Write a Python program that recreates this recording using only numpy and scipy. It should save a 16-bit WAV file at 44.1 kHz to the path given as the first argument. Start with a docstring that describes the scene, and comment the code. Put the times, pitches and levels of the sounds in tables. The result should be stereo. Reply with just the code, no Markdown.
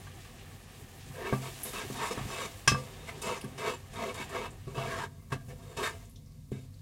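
"""Kitchen hob: a nylon spatula stirs a paste frying in a nonstick pot, heard by two microphones.
Rubbing strokes: dense random clicks drive damped pot modes, plus noise in soft bands.
Knocks: decaying sines of pot and hob with a burst of noise. Spits: band-passed noise puffs.
Sizzle: clicks and noise in flickering bands. Kitchen: shaped noise, fan rumble and faint hiss."""
import sys
import numpy as np
from scipy import signal
from scipy.fft import rfft, irfft, next_fast_len
from scipy.io import wavfile
from scipy.ndimage import uniform_filter1d

SR = 44100
rng = np.random.default_rng(int(sys.argv[2]) if len(sys.argv) > 2 else 0)


def pcm_store(signal):
    """Save signal as 16-bit PCM."""
    levels = np.round(np.clip(np.atleast_2d(signal), -1, 1) * 32767)
    wavfile.write(sys.argv[1], SR, levels.astype(np.int16).T)


N = 300321
T = np.arange(N) / SR
STEP = 32  # samples
SLOW_S = T[::STEP]  # coarse clock for gains
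PAD = next_fast_len(N)
HZ = np.maximum(np.fft.rfftfreq(PAD, 1 / SR), 1)

# Blade strokes; levels are nominal, before slow random unevenness:
# touch_s, speed_up_s, slow_down_s, touch_softening_db, lift_softening_db,
# rub_db, low_modes_db, hiss_db (all at full speed), squelch_db (at touch),
# low_touch_hz, low_full_speed_hz, high_touch_hz, high_lift_hz, high_strength_db
STROKES = [(1.137, 0.11, 0.11, 16.4, 8.8, -41.5, -40, -63, -70, 530, 383, 1510, 2380, 4),
           (1.41, 0.061, .03, 5.7, 6.1, -46.5, -48, -49.5, -56, 489, 880, 2100, 2190, -0.5),
           (1.645, 0.0087, 0.041, 5.9, 6.6, -48, -46.5, -44.5, -58, 612, 610, 2070, 1990, -2),
           (1.729, 0.063, 0.037, 7.8, 4, -39.5, -46.5, -46.5, -47, 1120, 1160, 2810, 2290, 0),
           (1.921, 0.12, 0.045, 18, 6, -35.5, -46.5, -44.5, -58, 900, 960, 1730, 1940, -5.5),
           (2.104, 0.0075, 0.02, 1, 5.2, -39.5, -36, -45.5, -56, 558, 510, 2420, 2320, -3.5),
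           (2.174, 0.0054, 0.017, 2, 3.6, -43, -45.5, -49.5, -60, 700, 790, 1620, 1630, -7),
           (2.271, 0.14, 0.051, 13, 5.4, -37.5, -43.5, -45.5, -58, 400, 880, 2750, 2100, 4),
           (3.071, 0.022, 0.012, 10, 8.3, -40.5, -61, -52, -48, 756, 750, 2210, 2290, 3.5),
           (3.215, 0.059, 0.11, 12.6, 10.7, -35, -41.5, -45.5, -38.5, 640, 1080, 2760, 1960, -1.5),
           (3.574, 0.1, 0.073, 14.4, 7.7, -35, -39, -47.5, -51, 565, 655, 1830, 2700, -0.5),
           (3.93, 0.11, 0.062, 15, 4.3, -38, -40, -52, -49, 690, 590, 1860, 2490, -2.5),
           (4.138, 0.071, 0.039, 14.5, 14, -38.5, -52.5, -48.5, -44, 770, 930, 1740, 2600, -0.5),
           (4.289, 0.066, 0.11, 13.4, 6.3, -38, -40.5, -54, -48, 680, 586, 1700, 2660, -2),
           (4.67, .015, 0.033, 0.67, 4, -56.5, -48, -74, -70, 415, 415, 2600, 2290, -1.5),
           (4.748, 0.039, 0.087, 15, 2.3, -40, -39.5, -53, -58, 1100, 733, 2730, 2370, -1.5),
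           (4.855, 0.065, 0.13, 4.9, 5.2, -37, -44, -50, -64, 800, 1136, 1900, 1620, 2.5),
           (5.297, 0.012, 0.0069, 6.5, 1, -55, -59, -58, -68, 695, 800, 1700, 1700, -2.5),
           (5.318, .006, 0.015, 2.8, 3.7, -34, -36.5, -51, -46, 775, 780, 1650, 1650, 1.5),
           (5.481, 0.022, 0.025, 6, 3.9, -56.5, -52, -62, -55, 547, 566, 1960, 2000, 3.5),
           (5.765, 0.051, .012, 4.9, 1, -39.5, -41.5, -42.5, -46.5, 692, 1180, 2980, 2720, 0),
           (5.825, 0.0068, 0.044, 3, 1.1, -32.5, -49.5, -40, -60, 1150, 1220, 1740, 1900, 7.5),
           (6.513, 0.0056, 0.13, 6.6, 19, -58.5, -51.5, -62, -60, 395, 408, 2260, 2200, 19.5)]
# Soft drag of the blade through the paste between strokes: time_s, level_db
DRAG = [(1.05, -70.5), (1.35, -60.5), (1.58, -70), (1.9, -66.5), (2.2, -64), (2.55, -61), (2.66, -71.5),
        (2.78, -50), (2.9, -60.5), (3.45, -57.5), (3.55, -69), (3.88, -65.5), (4.3, -72), (4.62, -76),
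        (4.7, -62), (5.2, -73.5), (5.45, -73), (5.72, -58.5), (5.95, -60), (6.12, -76.5), (6.81, -79.5)]
# Favoured modes while dragging: low_hz, high_hz
DRAG_HZ = (528, 2040)
# Share of the softening followed by rubbing, low modes, hiss: share [ratio]
SPEED_SHARE = [0.94, 0.78, 0.18]
# Blade knocks, relative levels at the colour points:
# start_s, ring_db, hob_thud_db, pot_floor_db, place_hz (pivot of the ring colour),
# dullness_db_per_oct (drop above the pivot)
KNOCKS = [(0.068, -44.5, -69, -48, 1500, 11), (0.246, -51, -70, -73, 1700, 5),
          (1.099, -53, -47.5, -65, 900, 7), (1.325, -12.5, -31.5, -14, 690, 15.5),
          (1.864, -60, -47, -43, 700, 10), (1.9, -27, -43, -23, 600, 18), (2.174, -38, -43, -22, 1200, 9),
          (2.211, -63, -43, -43, 1200, 3.5), (2.253, -64, -39, -29, 2200, 5.5),
          (2.675, -15.5, -32, -26, 2600, -0.5), (2.717, -24, -28.5, -19.5, 700, 4.5),
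          (2.745, -19, -36, -44, 1290, 33), (3.44, -39, -45, -21.5, 700, 6.5),
          (3.577, -46.5, -68, -60, 1200, 0.5), (4.2, -55, -53, -27, 700, 6),
          (4.67, -63, -43, -34, 700, 4.5), (4.745, -41, -56, -31, 700, 5),
          (4.776, -22.5, -39, -40, 700, 15.5), (5.319, -30.5, -36, -63, 1650, 32),
          (5.361, -71, -50, -28.5, 1500, 20), (5.482, -59, -44.5, -77, 1200, 5),
          (5.77, -51.5, -49, -48.5, 2200, -6.5), (6.517, -34.5, -38.5, -19.5, 700, 31)]
# Colour points of a knock: thud, floor, then ring: centre_hz
KNOCK_POINTS_HZ = [130, 300, 700, 1700, 5600]
# Oil spits: start_s, level_db (before the fade), centre_hz, t60_s
SPITS = [(1.633, -19.5, 10750, 0.29), (3.411, -34, 9600, .1), (3.412, -34, 2890, .1),
         (3.413, -35, 4800, .1), (3.443, -37, 9900, 0.091), (4.505, -42.5, 7860, 0.21),
         (6.053, -47, 7100, 0.2), (6.095, -47, 10600, 0.34), (6.158, -44, 3500, 0.17),
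         (6.159, -46, 5630, .19), (6.2602, -53, 5310, 0.29), (6.3194, -54.5, 4520, 0.21),
         (6.7403, -54, 4060, 0.29), (6.79, -55.5, 4240, 0.31)]
# Pot and hob modes: mode_hz, struck_rel_db, t60_s (before paste damping), rubbed_rel_db
POT = [(75.2, -10, 0.46, -20), (131.4, 9.5, 0.86, -12), (206.8, -2, 0.34, -2.5), (258.7, -13, 0.61, 2.5),
       (389.2, -7.5, 0.11, 9.5), (497, -15.5, 0.083, 6.5), (681.5, -7, 0.034, 4),
       (929.4, -11.5, 0.065, 3.5), (1112.5, -0.5, 0.13, 5.5), (1172, -1, 0.3, -17), (1621, 4, 0.11, 4),
       (1770, 5.5, 0.026, -3), (2076, -9.5, 0.21, -6), (2240, -11, 0.1, -5), (2616, -3, 0.34, -2.5),
       (2880, -10, 0.13, -9), (3227, -4, 0.18, -15), (3740, -12, 0.097, -13), (4310, -42, .1, -2.5),
       (5203, -5, 0.32, -14.5), (5150, -5.5, 0.24, -12.5), (5760, -2, 0.18, -36.5), (6230, -5.5, .15, -33),
       (6600, -3.5, 0.021, -41.5), (7210, 3.5, 0.047, -21.5), (9500, -10.5, 0.074, -23.5),
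       (8980, 6, 0.04, -23.5), (10450, 1, 0.076, -0.5)]
# Relative spectrum of the rubbing rasp: point_hz, level_db (per Hz)
RUB = [(120, -59), (200, 2.5), (259, -13), (299, -15.5), (491, 0), (579, 4), (933, -6.5), (1450, -5.5),
       (1650, -15.5), (9930, -28.5), (16000, -47)]
# Relative spectrum of the sizzle: point_hz, level_db (per Hz)
SIZZLE = [(240, -6.5), (400, 0.5), (453, -15.5), (789, 1), (865, -8), (1160, -3.5), (1420, -10), (1790, -1),
          (1960, -6), (2800, -4), (4880, -9.5), (8240, -9), (16000, -15.5)]
# Sizzle flares where the blade bares hot metal, dies down as the paste cools the oil:
# time_s, level_db (before flicker), tilt_db_per_oct (limited to +-3 in use)
FRYING = [(0, -53, -1), (1.04, -52, -0.5), (1.6, -45, 0.5), (2.2, -43, -2.5), (2.6, -51, 0),
          (3.15, -51, -2), (3.87, -55, -1), (4.27, -48, -3), (4.55, -56.5, -2.5), (5.15, -71.5, 9),
          (5.599, -62.5, 1), (6.0, -59, 1.5), (6.199, -74, 1.5), (6.81, -68.5, 1)]
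# Relative spectrum of the fan rumble: point_hz, level_db (per Hz)
FAN = [(13, -42), (22, -20.5), (43, -3), (71, -11), (97, 1.5), (124, -10.5), (151, -2), (174, -16),
       (247, -13), (311, -27), (340, -64.5), (484, -27), (1500, -89), (1950, -90), (3300, -120)]
# Relative spectrum of the room hiss: point_hz, level_db (per Hz)
HISS = [(590, -16.5), (1000, -15.5), (1930, -4), (3120, -34.5), (3590, 7), (15000, 2), (15900, -12),
        (16500, -19)]
# Level of the left channel over the right: point_hz, difference_db
LEFT_MINUS_RIGHT = [(60, 2.5), (110, 0.5), (200, 4.5), (380, 1.5), (700, 5), (1290, 2.5), (2380, 4.5),
                    (4400, 1), (8120, 4.5), (15000, -0.5)]

FAN_DB, HISS_DB = -49.5, -68.5
ALIKE_BELOW_HZ, TOP_HZ = 533, 15850
SLOW_PITCH = .8  # slowing blade favours lower modes: share of the full-speed pitch
TOUCH_S, LIFT_DB_PER_S = 0.0074, 447.5  # stroke onset; decay once the blade lifts
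TAIL_DB, TAIL_DB_PER_S = -12, 162.5  # the kitchen's echo of a stroke
SWELL_POWER = 1.13  # 1 = even rise in dB, 2 = rounded top
DRAG_LOW_DB, DRAG_HISS_DB, DRAG_HIGH_DB = 4.5, -1, -1.5
SQUELCH_DB_PER_S = 300  # decay of the oil squelch under the landing blade
BELOW_PLACE_DB_PER_OCT, PASTE_DAMPING = -1, 1.35
CONTACT_MS, CONTACT_MS_PER_DB = 2.3, -0.26  # negative dullness lengthens contact


def rubbing():
    """The blade edge slips in dense tiny jerks; the pot's modes sing over a broad rasp."""
    (rub, low, hiss, squelch), (low_hz, high_hz), high = strokes()
    spectra = pair(unit(grit(9000, 0.57)), unit(grit(11000, 0.94)), 1)
    jerks = to_sound(spectra)
    rasp = shimmer(spectra * undb(along(RUB, HZ)))
    dull, mid, top = bands(rfft(rasp, PAD), [750, 3200])

    body = singing(jerks, POT[2:7], low_hz) + undb(-7) * unit(dull)
    low_wall = singing(jerks, POT[7:10], low_hz)
    high_wall = to_samples(high) * singing(jerks, POT[10:18], high_hz)
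    wall = (low_wall + high_wall) / to_samples(np.hypot(1, high))
    wall = unit(wall) + undb(-5.5) * unit(mid)
    treble = unit(top)
    bright = unit(np.diff(treble[:, ::-1], prepend=0))  # each channel reversed in time

    uneven = undb(1.5 * np.array([walk(40) for _ in range(4)]))
    layers = zip((low, rub, hiss, squelch), uneven, (body, wall, treble, bright))
    return sum(to_samples(level * wobble) * sound for level, wobble, sound in layers)


def strokes():
    """Each stroke speeds up, slows down and lifts: gives layer gains, favoured Hz, high-mode gain."""
    drag_db = np.interp(SLOW_S, *np.transpose(DRAG))
    power = undb(2 * (drag_db + np.array([[0], [DRAG_LOW_DB], [DRAG_HISS_DB]])))
    squelch = np.zeros(len(SLOW_S))
    place = power[0] * np.c_[[*np.log(DRAG_HZ), DRAG_HIGH_DB]]
    for (touch_s, up_s, down_s, touch_db, lift_db, *full_db, squelch_db,
         touch_hz, full_hz, from_hz, to_hz, high_db) in STROKES:
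        since_s = SLOW_S - touch_s
        starting = np.clip(1 - since_s / up_s, 0, 1)
        ending = np.clip((since_s - up_s) / down_s, 0, 1)
        onset = np.clip(since_s / TOUCH_S, 0, 1) ** 2
        lifted_s = np.maximum(since_s - up_s - down_s, 0)
        lifted_db = np.minimum(LIFT_DB_PER_S * lifted_s, TAIL_DB_PER_S * lifted_s - TAIL_DB)
        slow_db = touch_db * starting ** SWELL_POWER + lift_db * ending ** 2

        stroke = undb(2 * (np.c_[full_db] - np.c_[SPEED_SHARE] * slow_db - lifted_db)) * onset
        power += stroke
        fading_db = squelch_db - SQUELCH_DB_PER_S * np.maximum(since_s, 0) - lifted_db
        squelch += undb(2 * fading_db) * onset

        low_hz = full_hz * (touch_hz / full_hz) ** starting * SLOW_PITCH ** ending
        high_hz = from_hz * (to_hz / from_hz) ** np.clip(since_s / (up_s + down_s), 0, 1)
        colour = np.broadcast_arrays(np.log(low_hz), np.log(high_hz), high_db)
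        place += stroke[0] * np.array(colour)
    place /= power[0]  # where strokes overlap, the louder one sets the colour
    return np.sqrt([*power, squelch]), np.exp(place[:2]), undb(place[2])


def singing(jerks, modes, centre_hz):
    """Jerks drive damped modes; those near the moving centre are favoured at constant power."""
    hz, db = np.array(modes)[:, [0, 3]].T[:, :, None]
    favour_db = 12 * np.exp(-(np.log(hz / centre_hz) / .13) ** 2)
    width_hz = 22 + .012 * hz
    gain = undb(db + favour_db + 3.5 * np.array([walk(22) for _ in modes]))
    gain /= np.sqrt((gain ** 2 * width_hz).sum(axis=0))
    total = 0
    for g, mode_hz, mode_width_hz in zip(gain, hz[:, 0], width_hz[:, 0]):
        b, a = signal.iirpeak(mode_hz, mode_hz / mode_width_hz, SR)
        total = total + to_samples(g) * signal.lfilter(b, a, jerks)
    return unit(total)


def shimmer(spectra):
    """Crowded small modes of the pot: three uneven combs of narrow peaks that take turns."""
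    smooth_bins = int(70 * PAD / SR)  # 70 Hz
    combs = [unit(uniform_filter1d(rng.standard_normal(len(HZ)), smooth_bins)) for _ in range(3)]
    share = undb(6 * np.array([walk(14) for _ in combs]))
    share /= np.sqrt((share ** 2).sum(axis=0))
    parts = (to_samples(g) * to_sound(spectra * undb(7.4 * comb)) for g, comb in zip(share, combs))
    return unit(sum(parts))


def knocks():
    """Each blow rings the same damped modes, coloured by place, with a short crack of noise."""
    out, t = np.zeros((2, N + SR)), T[:SR // 2]
    hz, struck_db, t60_s, _ = np.array(POT).T[:, :, None]
    lag = np.arccos(alike(hz))  # short waves reach the microphones out of step
    start = 2.4 * np.arange(len(POT))[:, None] * (hz > 1000) + np.pi / 2 * (hz > 190)
    f = np.maximum(np.fft.rfftfreq(len(t), 1 / SR), 1)
    for start_s, db, thud_db, floor_db, place_hz, dull in KNOCKS:
        contact_ms = CONTACT_MS + np.clip(CONTACT_MS_PER_DB * dull, 0, 2.4)
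        octaves = np.log2(np.array(KNOCK_POINTS_HZ[2:]) / place_hz)
        ring_db = db + np.where(octaves < 0, BELOW_PLACE_DB_PER_OCT, -dull) * octaves
        colour = list(zip(KNOCK_POINTS_HZ, [thud_db, floor_db, *ring_db]))
        colour += [(9500, ring_db[-1] - 8), (16000, ring_db[-1] - 26)]

        decay = np.exp(-np.log(1000) * t * PASTE_DAMPING / t60_s)
        gain = undb(struck_db + along(colour, hz) + 5.0) * decay
        gain = gain * (0.25 + 0.55 * np.exp(-t / 0.01))  # extra fast drop at first
        detuned_hz = hz * (1 + .002 * rng.standard_normal(hz.shape))
        turn = 2 * np.pi * detuned_hz * (t - contact_ms / 1000) + start
        ring = np.array([(gain * np.sin(turn + side * lag / 2)).sum(axis=0) for side in (1, -1)])

        noise = rfft(rng.standard_normal((2, len(t))))
        mid, side = noise * np.sqrt([1 + alike(f), 1 - alike(f)])
        fade = undb(13.5) * np.exp(-1000 * t) + undb(4.0) * np.exp(-t / 0.025)
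        crack_gain = undb(along(colour, f) - 7.0) * f ** 2 / (f ** 2 + 500 ** 2)
        crack = irfft(np.array([mid + side, mid - side]) * crack_gain, len(t)) * fade

        rise = 1 - np.exp(-(t * 1000 / max(contact_ms, .2)) ** 2)
        i = int(start_s * SR)
        out[:, i:i + len(t)] += (ring + crack) * rise
    return out[:, :N]


def spits():
    """A water pocket bursts in the oil: a sharp puff of band-passed noise that fizzes out."""
    out, t = np.zeros((2, N + SR)), T[:SR // 4]
    for start_s, db, hz, t60_s in SPITS:
        edges_hz = [hz * 0.89, min(hz * 1.16, 19000)]
        sos = signal.butter(2, edges_hz, "band", fs=SR, output="sos")
        puff = unit(signal.sosfilt(sos, rng.standard_normal((2, len(t)))))
        burst = 0.5 * np.exp(-t / 0.0028)
        fizz = 0.18 * np.exp(-np.log(1000) * t / max(t60_s, .005))
        rise = 1 - np.exp(-t / 0.0015)
        i = int(start_s * SR)
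        out[:, i:i + len(t)] += undb(db) * puff * (burst + fizz) * rise
    return out[:, :N]


def sizzle():
    """Countless tiny bubbles burst: clicks over noise, a shared swell, each band flickering alone."""
    time_s, db, tilt_db = np.transpose(FRYING)
    bubbles = [unit(grit(6000, 0.95)) + 1.25 * rng.standard_normal(N) for _ in range(2)]
    edges_hz = 700 * 2 ** np.arange(0, 4.6, .5)  # half octaves
    fizz = bands(pair(*bubbles, undb(along(SIZZLE, HZ))), edges_hz)
    scale = 1 / np.sqrt(np.mean(sum(fizz) ** 2))
    tilt = np.clip(np.interp(SLOW_S, time_s, tilt_db), -3, 3)
    level_db = np.interp(SLOW_S, time_s, db) + 0.4 * walk(2.7)
    total = 0
    for k, band in enumerate(fizz):
        band_db = level_db + 3.0 * walk(36) + tilt * (k / 2 - 2.0)
        total = total + to_samples(undb(band_db)) * band
    return scale * total


def kitchen():
    """A fan rumbles unevenly over a faint smooth hiss: two shaped noises."""
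    rumble, hiss = (unit(to_sound(pair(*rng.standard_normal((2, N)), undb(along(spectrum, HZ)))))
                    for spectrum in (FAN, HISS))
    return to_samples(undb(FAN_DB + 1.2 * walk(4.9))) * rumble + undb(HISS_DB) * hiss


def grit(rate_hz, spread_db):
    """Random clicks of very unequal size."""
    hits = rng.random(N) < rate_hz / SR
    size_db = np.minimum(spread_db * rng.exponential(size=N), 24)
    return hits * rng.standard_normal(N) * undb(size_db)


def walk(rate_hz):
    """Random levels held 1 / rate_hz s, smoothed twice, on the coarse clock; spread near 1."""
    k = int(SR / STEP / rate_hz)
    held = np.repeat(rng.standard_normal(len(SLOW_S) // k + 1), k)
    return 1.3 * uniform_filter1d(uniform_filter1d(held, k), k)[:len(SLOW_S)]


def alike(hz):
    """Likeness of the two microphones: near 1 for long waves, 0 for short."""
    return .98 / (1 + (hz / ALIKE_BELOW_HZ) ** 6)


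def pair(a, b, gain):
    """Left and right spectra from two unrelated sources, coloured by a gain per frequency."""
    mid = rfft(a, PAD) * np.sqrt(1 + alike(HZ))
    side = rfft(b, PAD) * np.sqrt(1 - alike(HZ))
    return np.array([mid + side, mid - side]) * gain


def bands(spectra, edges_hz):
    """Split a pair of spectra into sounds in bands with soft edges."""
    lows = [1 / (1 + (HZ / hz) ** 4) for hz in edges_hz]
    return [to_sound(spectra * (hi - lo)) for lo, hi in zip([0] + lows, lows + [1])]


def along(table, hz):
    """Read (Hz, dB) points on a log-frequency axis."""
    point_hz, db = np.array(table).T
    return np.interp(np.log(hz), np.log(point_hz), db)


def undb(db):
    """Decibels to amplitude ratio."""
    return 10 ** (np.asarray(db) / 20)


def unit(x):
    """Scale to an RMS of 1."""
    return x / np.sqrt(np.mean(x ** 2))


def to_sound(spectra):
    """Spectra to N samples."""
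    return irfft(spectra, PAD)[..., :N]


def to_samples(gain):
    """Bring a gain from the coarse clock to every sample."""
    return np.interp(T, SLOW_S, gain)


def scene():
    """Sum of all sources."""
    return rubbing() + knocks() + spits() + sizzle() + kitchen()


def record(dry):
    """The left microphone faces the pot; the deep bass and the top are cut."""
    lean_db = np.array([[.5], [-.5]]) * along(LEFT_MINUS_RIGHT, HZ)
    gain = undb(lean_db) / np.sqrt(1 + (28 / HZ) ** 6)
    top_cut = signal.ellip(10, .2, 70, TOP_HZ, fs=SR, output="sos")
    return signal.sosfilt(top_cut, to_sound(rfft(dry, PAD) * gain))


dry = scene()
out = record(dry)
pcm_store(out)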